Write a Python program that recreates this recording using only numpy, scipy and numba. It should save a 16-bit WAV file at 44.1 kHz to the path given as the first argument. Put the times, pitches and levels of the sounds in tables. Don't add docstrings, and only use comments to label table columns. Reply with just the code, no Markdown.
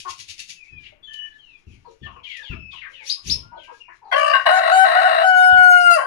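import sys
import numpy as np
from scipy import signal
from scipy.fft import rfft, irfft, next_fast_len
from scipy.io import wavfile
from scipy.ndimage import uniform_filter1d, minimum_filter1d
from numba import njit

SR = 44100
rng = np.random.default_rng(int(sys.argv[2]) if len(sys.argv) > 2 else 0)


def unload_wav(signal):
    wavfile.write(
        sys.argv[1],
        SR,
        np.round(np.clip(np.atleast_2d(signal).T, -1, 1) * 32767).astype(np.int16),
    )


N = 267246
TIME = np.arange(N) / SR

# start/s, end/s, attack/s, release/s, first f/Hz, settled f/Hz, roughness (0-1),
# fundamental level/dB, throat band level/dB, bright band level/dB
SYLLABLES = [(4.112, 4.35, 0.02, 0.027, 480.1, 579.5, 0.4, -22, -20.5, -32.5),
             (4.335, 4.356, 0.015, 0.028, 561.3, 555.3, 0.93, -28.5, -16.5, -29.5),
             (4.453, 4.579, 0.012, 0.033, 560, 665.2, 0.6, -14, -19, -29.5),
             (4.616, 5.952, 0.039, 0.016, 639, 648.7, 0.66, -18.5, -22.5, -34),
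             (5.934, 5.991, 0.0082, 0.073, 699, 518.5, 0.65, -25.5, -22.5, -48.5)]
# f/Hz, level/dB
FEATHERS = [(900, -31.5), (2500, 2.5), (6500, 6), (8000, -6), (11000, -8.5), (14000, -52.5)]
# f/Hz, level/dB
BUMP_COLOUR = [(20, -13), (70, 5.5), (110, -0.5), (180, -7), (380, -20), (700, -53.5), (2000, -70)]


def rooster(shimmer=0.3, rasp_db=1, rattle_hz=75, windpipe_hz=665, windpipe_width_hz=150):
    growl_rate_hz, growl_depth, growl_scatter, growl_bend = 58, .8, .3, .025
    force, low_hz, high_hz, clear, rough, levels = crowing()

    beat_hz = growl_rate_hz * (1 + growl_scatter * rough * waver(60))
    beat = np.sin(2 * np.pi * np.cumsum(beat_hz) / SR)
    growl = (1 + growl_depth * beat) * undb(2 * waver(growl_rate_hz))

    base, upper = tone(low_hz * (1 + growl_bend * beat), rough)
    centre, width = np.full(N, float(windpipe_hz)), float(windpipe_width_hz)
    base = resonate(resonate(base * growl, centre, width), centre, width)
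    base = steady(base, size=2200)
    low = steady(base + np.sqrt(2) * upper * growl, size=2200)
    high = steady(sum(tone(high_hz, rough / 2)), size=2200)

    rattle = 1 + shimmer * rough * np.tanh(2 * waver(2 * rattle_hz))
    rattle = rattle * (1 + 0.25 * (1 - clear) * beat)
    rasp = undb(rasp_db) * rasping(low_hz) * rattle
    tonal = low * np.sqrt(1 - clear) + high * np.sqrt(clear)
    voice = tonal * (1 - rough ** 2) + rasp * rough ** 2

    out = 0
    for edges, db in zip([(490, 960), (960, 2450), (2450, 16000)], levels):
        band_filter = signal.butter(5, edges, "band", fs=SR, output="sos")
        band = signal.sosfiltfilt(band_filter, voice)
        out = out + undb(db) * steady(band, size=1520)
    return out * force


def crowing():
    # start/s, end/s, pitch f/Hz, roughness (0-1), gain/dB
    locks = [(4.51, 4.588, 748, 0.46, -4), (4.719, 4.85, 760, 0.26, 1.5), (4.953, 5.014, 746, 0.56, 0.5),
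             (5.044, 5.081, 752, 0.48, 0.5)]
    # fundamental/dB, throat band/dB, bright band/dB
    lock_change_db = (3.5, 4, -1.5)
    # t/s, pitch f/Hz, fundamental level/dB, throat band level/dB, bright band level/dB
    held_note = [(5.263, 748.7, -15.5, -17, -40), (5.362, 736.3, -13.5, -15, -37.5),
                 (5.553, 736.5, -15.5, -13, -39.5), (5.677, 727.6, -16.5, -9.5, -37),
                 (5.852, 707, -18, -19, -34), (5.892, 700.6, -17, -4, -31),
                 (5.944, 679, -27.5, -25.5, -26.5), (5.985, 595, -9, -24.5, -49)]
    held_start_s, held_end_s, held_rough = 5.238, 5.978, 0.052
    scoop_s, snap_s = .03, 0.018
    lock_scoop = .04
    accent_db, accent_s = 4, 0.032
    fundamental_db_per_octave = 11

    swells = []
    for start, end, attack, release, *_ in SYLLABLES:
        rise = np.clip((TIME - start) / attack, 0, 1)
        swells.append(rise * np.exp(-np.maximum(TIME - end, 0) / release))
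    force = np.max(swells, axis=0)

    rows = np.array(SYLLABLES)
    current = rows[np.searchsorted(rows[1:, 0], TIME)].T
    start, _, _, _, first, settled, rough, low, throat, bright = current
    age = np.maximum(TIME - start, 0)
    low_hz = uniform_filter1d(settled + (first - settled) * np.exp(-age / scoop_s), size=200)
    edge = np.exp(-(age / accent_s) ** 2)
    rough = rough + (1 - rough) * edge
    octaves_below = np.minimum(np.log2(low_hz / settled), 0)
    low = low + fundamental_db_per_octave * octaves_below
    levels = np.array([low, throat + accent_db * edge, bright + accent_db * edge])

    high_hz, clear = low_hz, 0
    for begin, end, hz, roughness, db in locks:
        locked = spell(begin, end, snap_s)
        lock_hz = hz * (1 - lock_scoop * np.exp(-np.maximum(TIME - begin, 0) / snap_s))
        high_hz = np.where(TIME > begin - snap_s, lock_hz, high_hz)
        clear = clear + locked
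        rough = rough + locked * (roughness - rough)
        levels = levels + np.outer(db + np.array(lock_change_db), locked)

    s, *columns = np.transpose(held_note)
    hz, *held_db = (np.interp(TIME, s, c) for c in columns)
    held = spell(held_start_s, held_end_s, snap_s)
    levels = levels + held * (np.array(held_db) - levels)
    high_hz = np.where(TIME > held_start_s - snap_s, hz, high_hz)
    clear = np.clip(clear + held, 0, 1)
    rough = np.clip(rough + held * (held_rough - rough), 0, 1)
    rough = uniform_filter1d(rough, size=200)
    return force, low_hz, high_hz, clear, rough, uniform_filter1d(levels, size=200, axis=1)


def spell(start, end, snap_s):
    return np.clip(np.minimum(TIME - start, end - TIME) / snap_s + .5, 0, 1)


def tone(pitch, rough, jitter=0.0142, jitter_rate=150):
    # f/Hz, level/dB
    throat = [(300, -51), (600, 10.5), (1500, 8.5), (2220, -22.5), (2310, -15.5), (2950, -11.5),
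              (3070, -23), (3500, -42), (3800, -30.5), (5100, -21), (5380, -33.5), (6900, -24),
              (7300, -40.5), (7800, -23.5), (8700, -35.5), (9150, -26.5), (15000, -62)]
    flutter_db, partial_blur = 5, .22
    i = int(SYLLABLES[0][0] * SR)
    pitch, rough = pitch[i:], rough[i:]
    shaken_hz = pitch * (1 + jitter * rough * waver(jitter_rate, size=N - i))
    phase = 2 * np.pi * np.cumsum(shaken_hz) / SR
    upper = 0
    for k in range(2, 22):
        flutter = undb(flutter_db * (k > 2) * waver(30.026, size=N - i))
        blur = 1 + (partial_blur * k * rough) ** 2
        upper = upper + colour(k * pitch, throat) * flutter / blur * np.sin(k * phase)
    upper = upper / colour(pitch, throat)
    return np.pad(np.sin(phase), (i, 0)), np.pad(upper, (i, 0))


def rasping(pitch, chaos=.24, wander=0.0078):
    # t/s, beak opening (0-1), factor by which the neck tunes the upper resonances
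    posture = [(4.15, 0.43, 1.13), (4.221, 0, 0.96), (4.47, 0.68, 1.01), (4.681, 0.95, 1),
               (5.9, 0.9, 0.982), (5.972, 0.2, 1.07)]
    # f/Hz, width/Hz, level beak half shut/dB, level beak wide open/dB
    resonances = [(695, 115, -5, -10), (1083, 86, 2.5, -10.5), (1286, 160, -33.5, -11), (1541, 115, 1, -8),
                  (1821, 248, -10.5, -7), (2851, 87, -5.5, -20.5), (3946, 320, -32.5, -14.5),
                  (5010, 290, -29.5, -35.5), (8640, 1000, -46, -30.5), (11300, 760, -53.5, -46.5)]
    neck_above_hz = 1700
    s, *columns = np.transpose(posture)
    beak, neck = (np.interp(TIME, s, c) for c in columns)
    cycles = np.cumsum(pitch * np.exp(chaos * waver(700))) / SR
    slaps = np.diff(np.floor(cycles), prepend=0)
    out = 0
    for hz, width, shut_db, open_db in resonances:
        centre = hz * (neck if hz > neck_above_hz else 1) * (1 + wander * waver(35))
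        ring = resonate(resonate(slaps, centre, float(width)), centre, float(width))
        out = out + unit(ring) * undb(shut_db + beak * (open_db - shut_db))
    return steady(out, size=260)


@njit
def resonate(x, hz, width):
    y, b, l = np.empty(len(x)), 0., 0.
    for i in range(len(x)):
        g, k = np.tan(np.pi * hz[i] / SR), width / hz[i]
        v = (b + g * (x[i] - l)) / (1 + g * (g + k))
        b, l, y[i] = 2 * v - b, l + 2 * g * v, k * v
    return y


def chirps(length_s=0.04, rise_s=0.008, start_share=.62, upper_ratio=1.2, lead_s=0.032,
           upper_db=-13, scuffle_db=-15.0):
    # t/s, top f/Hz, level/dB
    cries = [(3.094, 5130, -25.5), (3.296, 5350, -23)]
    out, t = np.zeros(N), TIME[:int(length_s * SR)]
    rise = 1 - (1 - start_share) * np.exp(-t / rise_s)
    rough = np.interp(t, [0, .025], [.65, .18])
    for s, top, db in cries:
        add(out, s, undb(db) * whistle(top * rise, rough))
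        add(out, s - lead_s, undb(db + upper_db) * whistle(upper_ratio * top * rise, rough))
        scuffle = noise(FEATHERS) * np.exp(-((TIME - s) / .04) ** 2)
        out += undb(db + scuffle_db) * scuffle
    return out


def peeps(spacing=.29, side_db=-9, swell_s=0.012, quaver=0.0139, quaver_rate=16):
    # t/s, length/s, first f/Hz, last f/Hz, main tone level/dB, roughness (0-1)
    calls = [(0.562, 0.11, 2690, 2250, -56, 0), (0.675, 0.2, 2606, 2286, -54.5, 0.03),
             (0.829, 0.057, 3080, 2724, -53, 0.73), (1.381, 0.19, 3280, 2340, -59, 0),
             (2.024, 0.057, 3570, 2690, -52, 0.18), (2.23, 0.053, 3315, 2780, -46.5, 0.35),
             (2.262, 0.17, 2485, 1615, -46.5, 0.02), (2.279, 0.1, 3404, 2540, -46.5, 0.73),
             (2.422, 0.12, 3763, 2310, -47.5, 0.33), (2.707, 0.092, 3554, 2670, -49, 0.48),
             (2.808, 0.074, 2480, 1436, -43.5, 0.55), (2.926, 0.11, 3230, 2100, -50.5, 0.34),
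             (3.423, 0.33, 1365, 1657, -57.5, 0), (3.568, 0.091, 3360, 2800, -57, 0.35),
             (5.482, 0.18, 3866, 2597, -54, 0.3)]
    # t/s, length/s, first f/Hz, level/dB
    whistles = [(1.025, 0.045, 3397, -50), (1.065, 0.2, 3083, -45.5), (1.074, 0.29, 1770, -54),
                (2.027, 0.042, 1809, -47.5), (2.514, 0.22, 2670, -49.5), (3.8, 0.025, 2803, -48)]
    sag_octaves_per_s, whistle_rough = 0.191, .11
    out = np.zeros(N)
    for s, length, first, last, db, rough in calls:
        hz = np.geomspace(first, last, int(length * SR))
        for k in range(-1, 3):
            gain = undb(db + side_db * abs(k)) * (np.sqrt(abs(rough)) if k else 1)
            add(out, s, gain * whistle(hz * (1 + spacing * k), rough, attack_s=swell_s))
    for s, length, first, db in whistles:
        hz = first * 2 ** (-sag_octaves_per_s * TIME[:int(length * SR)])
        hz = hz * (1 + quaver * waver(quaver_rate, size=len(hz)))
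        add(out, s, undb(db) * whistle(hz, whistle_rough, attack_s=swell_s))
    return out


def whistle(hz, rough, jitter=0.11, jitter_rate=1100, trill=0.99, second_db=-26,
            attack_s=0.0062, release_s=0.0048):
    t = TIME[:len(hz)]
    shake, throb = waver(jitter_rate, size=len(t)), waver(197.4, size=len(t))
    phase = 2 * np.pi * np.cumsum(hz * (1 + jitter * rough * shake)) / SR
    swell = np.clip(t / attack_s, 0, 1) * np.clip((t[-1] - t) / release_s, 0, 1)
    partials = np.sin(phase) + undb(second_db) * np.sin(2 * phase)
    return unit(partials * swell * np.exp(trill * rough * np.tanh(throb)))


def clucks():
    # t/s, length/s, mouth resonance f/Hz, level/dB
    notes = [(0.048, 0.056, 1080, -35.5), (0.92, 0.024, 598, -54.5), (1.846, 0.037, 928, -50.5),
             (1.867, 0.066, 458, -52.5), (2.058, 0.066, 1130, -48), (2.157, 0.027, 1070, -47.5),
             (2.507, 0.052, 1310, -48.5), (2.727, 0.036, 1042, -50.5), (3.514, 0.059, 913, -46),
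             (3.561, 0.039, 639, -46), (3.675, 0.05, 985, -46.5), (3.71, 0.036, 477, -54.5),
             (3.88, 0.025, 982, -47.5), (3.885, 0.058, 1824, -53), (4.014, 0.12, 849, -47.5)]
    out = np.zeros(N)
    for s, length, mouth, db in notes:
        add(out, s, undb(db) * cluck(length, mouth))
    return out


def cluck(length, mouth, pitch_hz=340, fall=0.12, jitter=0.06, mouth_share=0.16):
    u, k = TIME[:int(length * SR)] / length, np.arange(1, 9)[:, None]
    hz = mouth / max(round(mouth / pitch_hz), 1) * (1 + fall * (.5 - u))
    phase = 2 * np.pi * np.cumsum(hz * (1 + jitter * waver(507, size=len(u)))) / SR
    gain = 1 / (1 + ((k * hz / mouth - 1) / mouth_share) ** 2)
    note = (gain * np.sin(k * phase)).sum(axis=0)
    return unit(note * np.sin(np.pi * u ** 0.75))


def wings(stroke_s=0.0099, grain_db=3, push_db=-19, count=6):
    first_beat_s, period_s, wing_db = 0.00067, 0.10045, -39
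    strokes = 0
    for k in range(count):
        offset = (TIME - first_beat_s - k * period_s) / stroke_s
        strokes = strokes + undb(wing_db) / np.cosh(np.clip(offset, -20, 20))
    swish = noise(FEATHERS) * undb(grain_db * waver(750))
    puff = undb(push_db) * noise(BUMP_COLOUR)
    return (swish + puff) * strokes


def bumps(decay_s=0.074):
    # t/s, level/dB, swell/s
    knocks = [(0.699, -48, 0.033), (1.66, -43, 0.01), (2.01, -39.5, 0.0074), (2.497, -32, 0.0024),
              (3.224, -33, 0.071), (5.523, -37.5, 0.0061)]
    force = 0
    for s, db, swell in knocks:
        rise = np.clip((TIME - s) / swell, 0, 1) ** 2
        decay = np.exp(-np.maximum(TIME - s - swell, 0) / decay_s)
        force = force + undb(db) * rise * decay
    return force * steady(noise(BUMP_COLOUR), size=3000)


def scratches(length_s=0.0063, grain_db=4):
    # t/s, level/dB
    claw_marks = [(1.138, -51.5), (2.372, -49.5)]
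    rakes = sum(undb(db) * np.exp(-((TIME - s) / length_s) ** 2) for s, db in claw_marks)
    return noise(FEATHERS) * rakes * undb(grain_db * waver(900))


def far_birds(busy_s=1.8, count=60):
    peep_db, cluck_db = -64, -62
    out = np.zeros(N)
    for when, size, high in rng.random((count, 3)):
        s, first = when * N / SR, 2400 * 2 ** high
        hz = np.geomspace(first, 0.8 * first, int(SR * (1 + size) / 20))
        add(out, s, undb(peep_db - 10 * high - 2.5 * (s < busy_s)) * whistle(hz, 0.37))
        note = cluck((1 + high) / 40, 450 * 3 ** size)
        add(out, s + size / 10, undb(cluck_db) * (s > busy_s) * note)
    return out


def straw():
    rustle = noise(FEATHERS) * undb(7 * waver(22) + 4 * waver(400))
    return undb(-74) * unit(rustle)


def still_air():
    # f/Hz, level/dB
    air_colour = [(40, 6.5), (600, -12), (2000, -14.5), (2800, -16), (4000, -35), (14000, -43.5)]
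    return noise(air_colour) * undb(-70.5 + 2 * waver(2.1))


def barn(x, wet_db, t60_s=0.29, treble_t60_s=0.23, gap_s=0.00365):
    t = TIME[:SR // 2]
    sides = []
    for hiss in rng.standard_normal((2, len(t))):
        low = signal.sosfilt(signal.butter(2, 3000, fs=SR, output="sos"), hiss)
        tail = low * 1000 ** (-t / t60_s) + (hiss - low) * 1000 ** (-t / treble_t60_s)
        tail = tail * (t > gap_s)
        ring = signal.fftconvolve(x, tail / np.linalg.norm(tail))[:N]
        sides.append(x + undb(wet_db) * ring)
    return np.array(sides) / np.sqrt(1 + undb(wet_db) ** 2 / 2)


def undb(db):
    return 10 ** (np.asarray(db) / 20)


def unit(x):
    return x / np.sqrt(np.mean(x ** 2) + 1e-20)


def steady(x, size):
    return x / np.sqrt(np.abs(uniform_filter1d(x ** 2, size=size)) + 1e-10)


def colour(hz, points):
    f, db = np.transpose(points)
    return undb(np.interp(np.log(np.maximum(hz, 1)), np.log(f), db))


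def shape(x, points):
    size = next_fast_len(len(x) + 4096)
    hz = np.arange(size // 2 + 1) * SR / size
    return irfft(rfft(x, size) * colour(hz, points), size)[:len(x)]


def noise(points):
    return unit(shape(rng.standard_normal(N), points))


def waver(rate, size=N):
    knots = rng.standard_normal(size // 8 + 4)
    return unit(np.interp(np.arange(size) * rate / SR, np.arange(len(knots)), knots))


def add(track, s, sound):
    i = max(int(s * SR), 0)
    track[i:i + len(sound)] += sound[:max(N - i, 0)]


def scene():
    pan_db = -3.5
    crow = barn(rooster(), wet_db=-7, treble_t60_s=0.35)
    crow = crow * undb([[pan_db / 2], [-pan_db / 2]])
    voices = barn(peeps() + clucks(), wet_db=0.5, t60_s=0.21)
    stir = barn(chirps() + wings() + scratches(), wet_db=-1.5)
    background = barn(far_birds() + straw() + still_air(), wet_db=8.0)
    return crow + voices + stir + background + barn(bumps(), wet_db=-36.0)


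def record(dry, gain_db=1):
    # f/Hz, left minus right level/dB
    channel_difference = [(120, 7), (380, 19.5), (720, 5), (1400, 12.5), (2700, 20.5), (5000, 11.5),
                          (8000, 0.5), (10000, -15.5)]
    left_lag_s, top_hz = .00109, 15700
    left = shape(dry[0], [(hz, db / 2) for hz, db in channel_difference])
    right = shape(dry[1], [(hz, -db / 2) for hz, db in channel_difference])
    late_left = np.interp(TIME - left_lag_s, TIME, left)
    pair = undb(gain_db) * np.array([late_left, right])
    headroom = 1 / np.maximum(np.abs(pair).max(axis=0) / .97, 1)
    gain = uniform_filter1d(minimum_filter1d(headroom, size=201), size=201)
    low_pass = signal.ellip(8, .2, 70, top_hz, fs=SR, output="sos")
    return signal.sosfilt(low_pass, pair * gain)


dry = scene()
out = record(dry)
unload_wav(out)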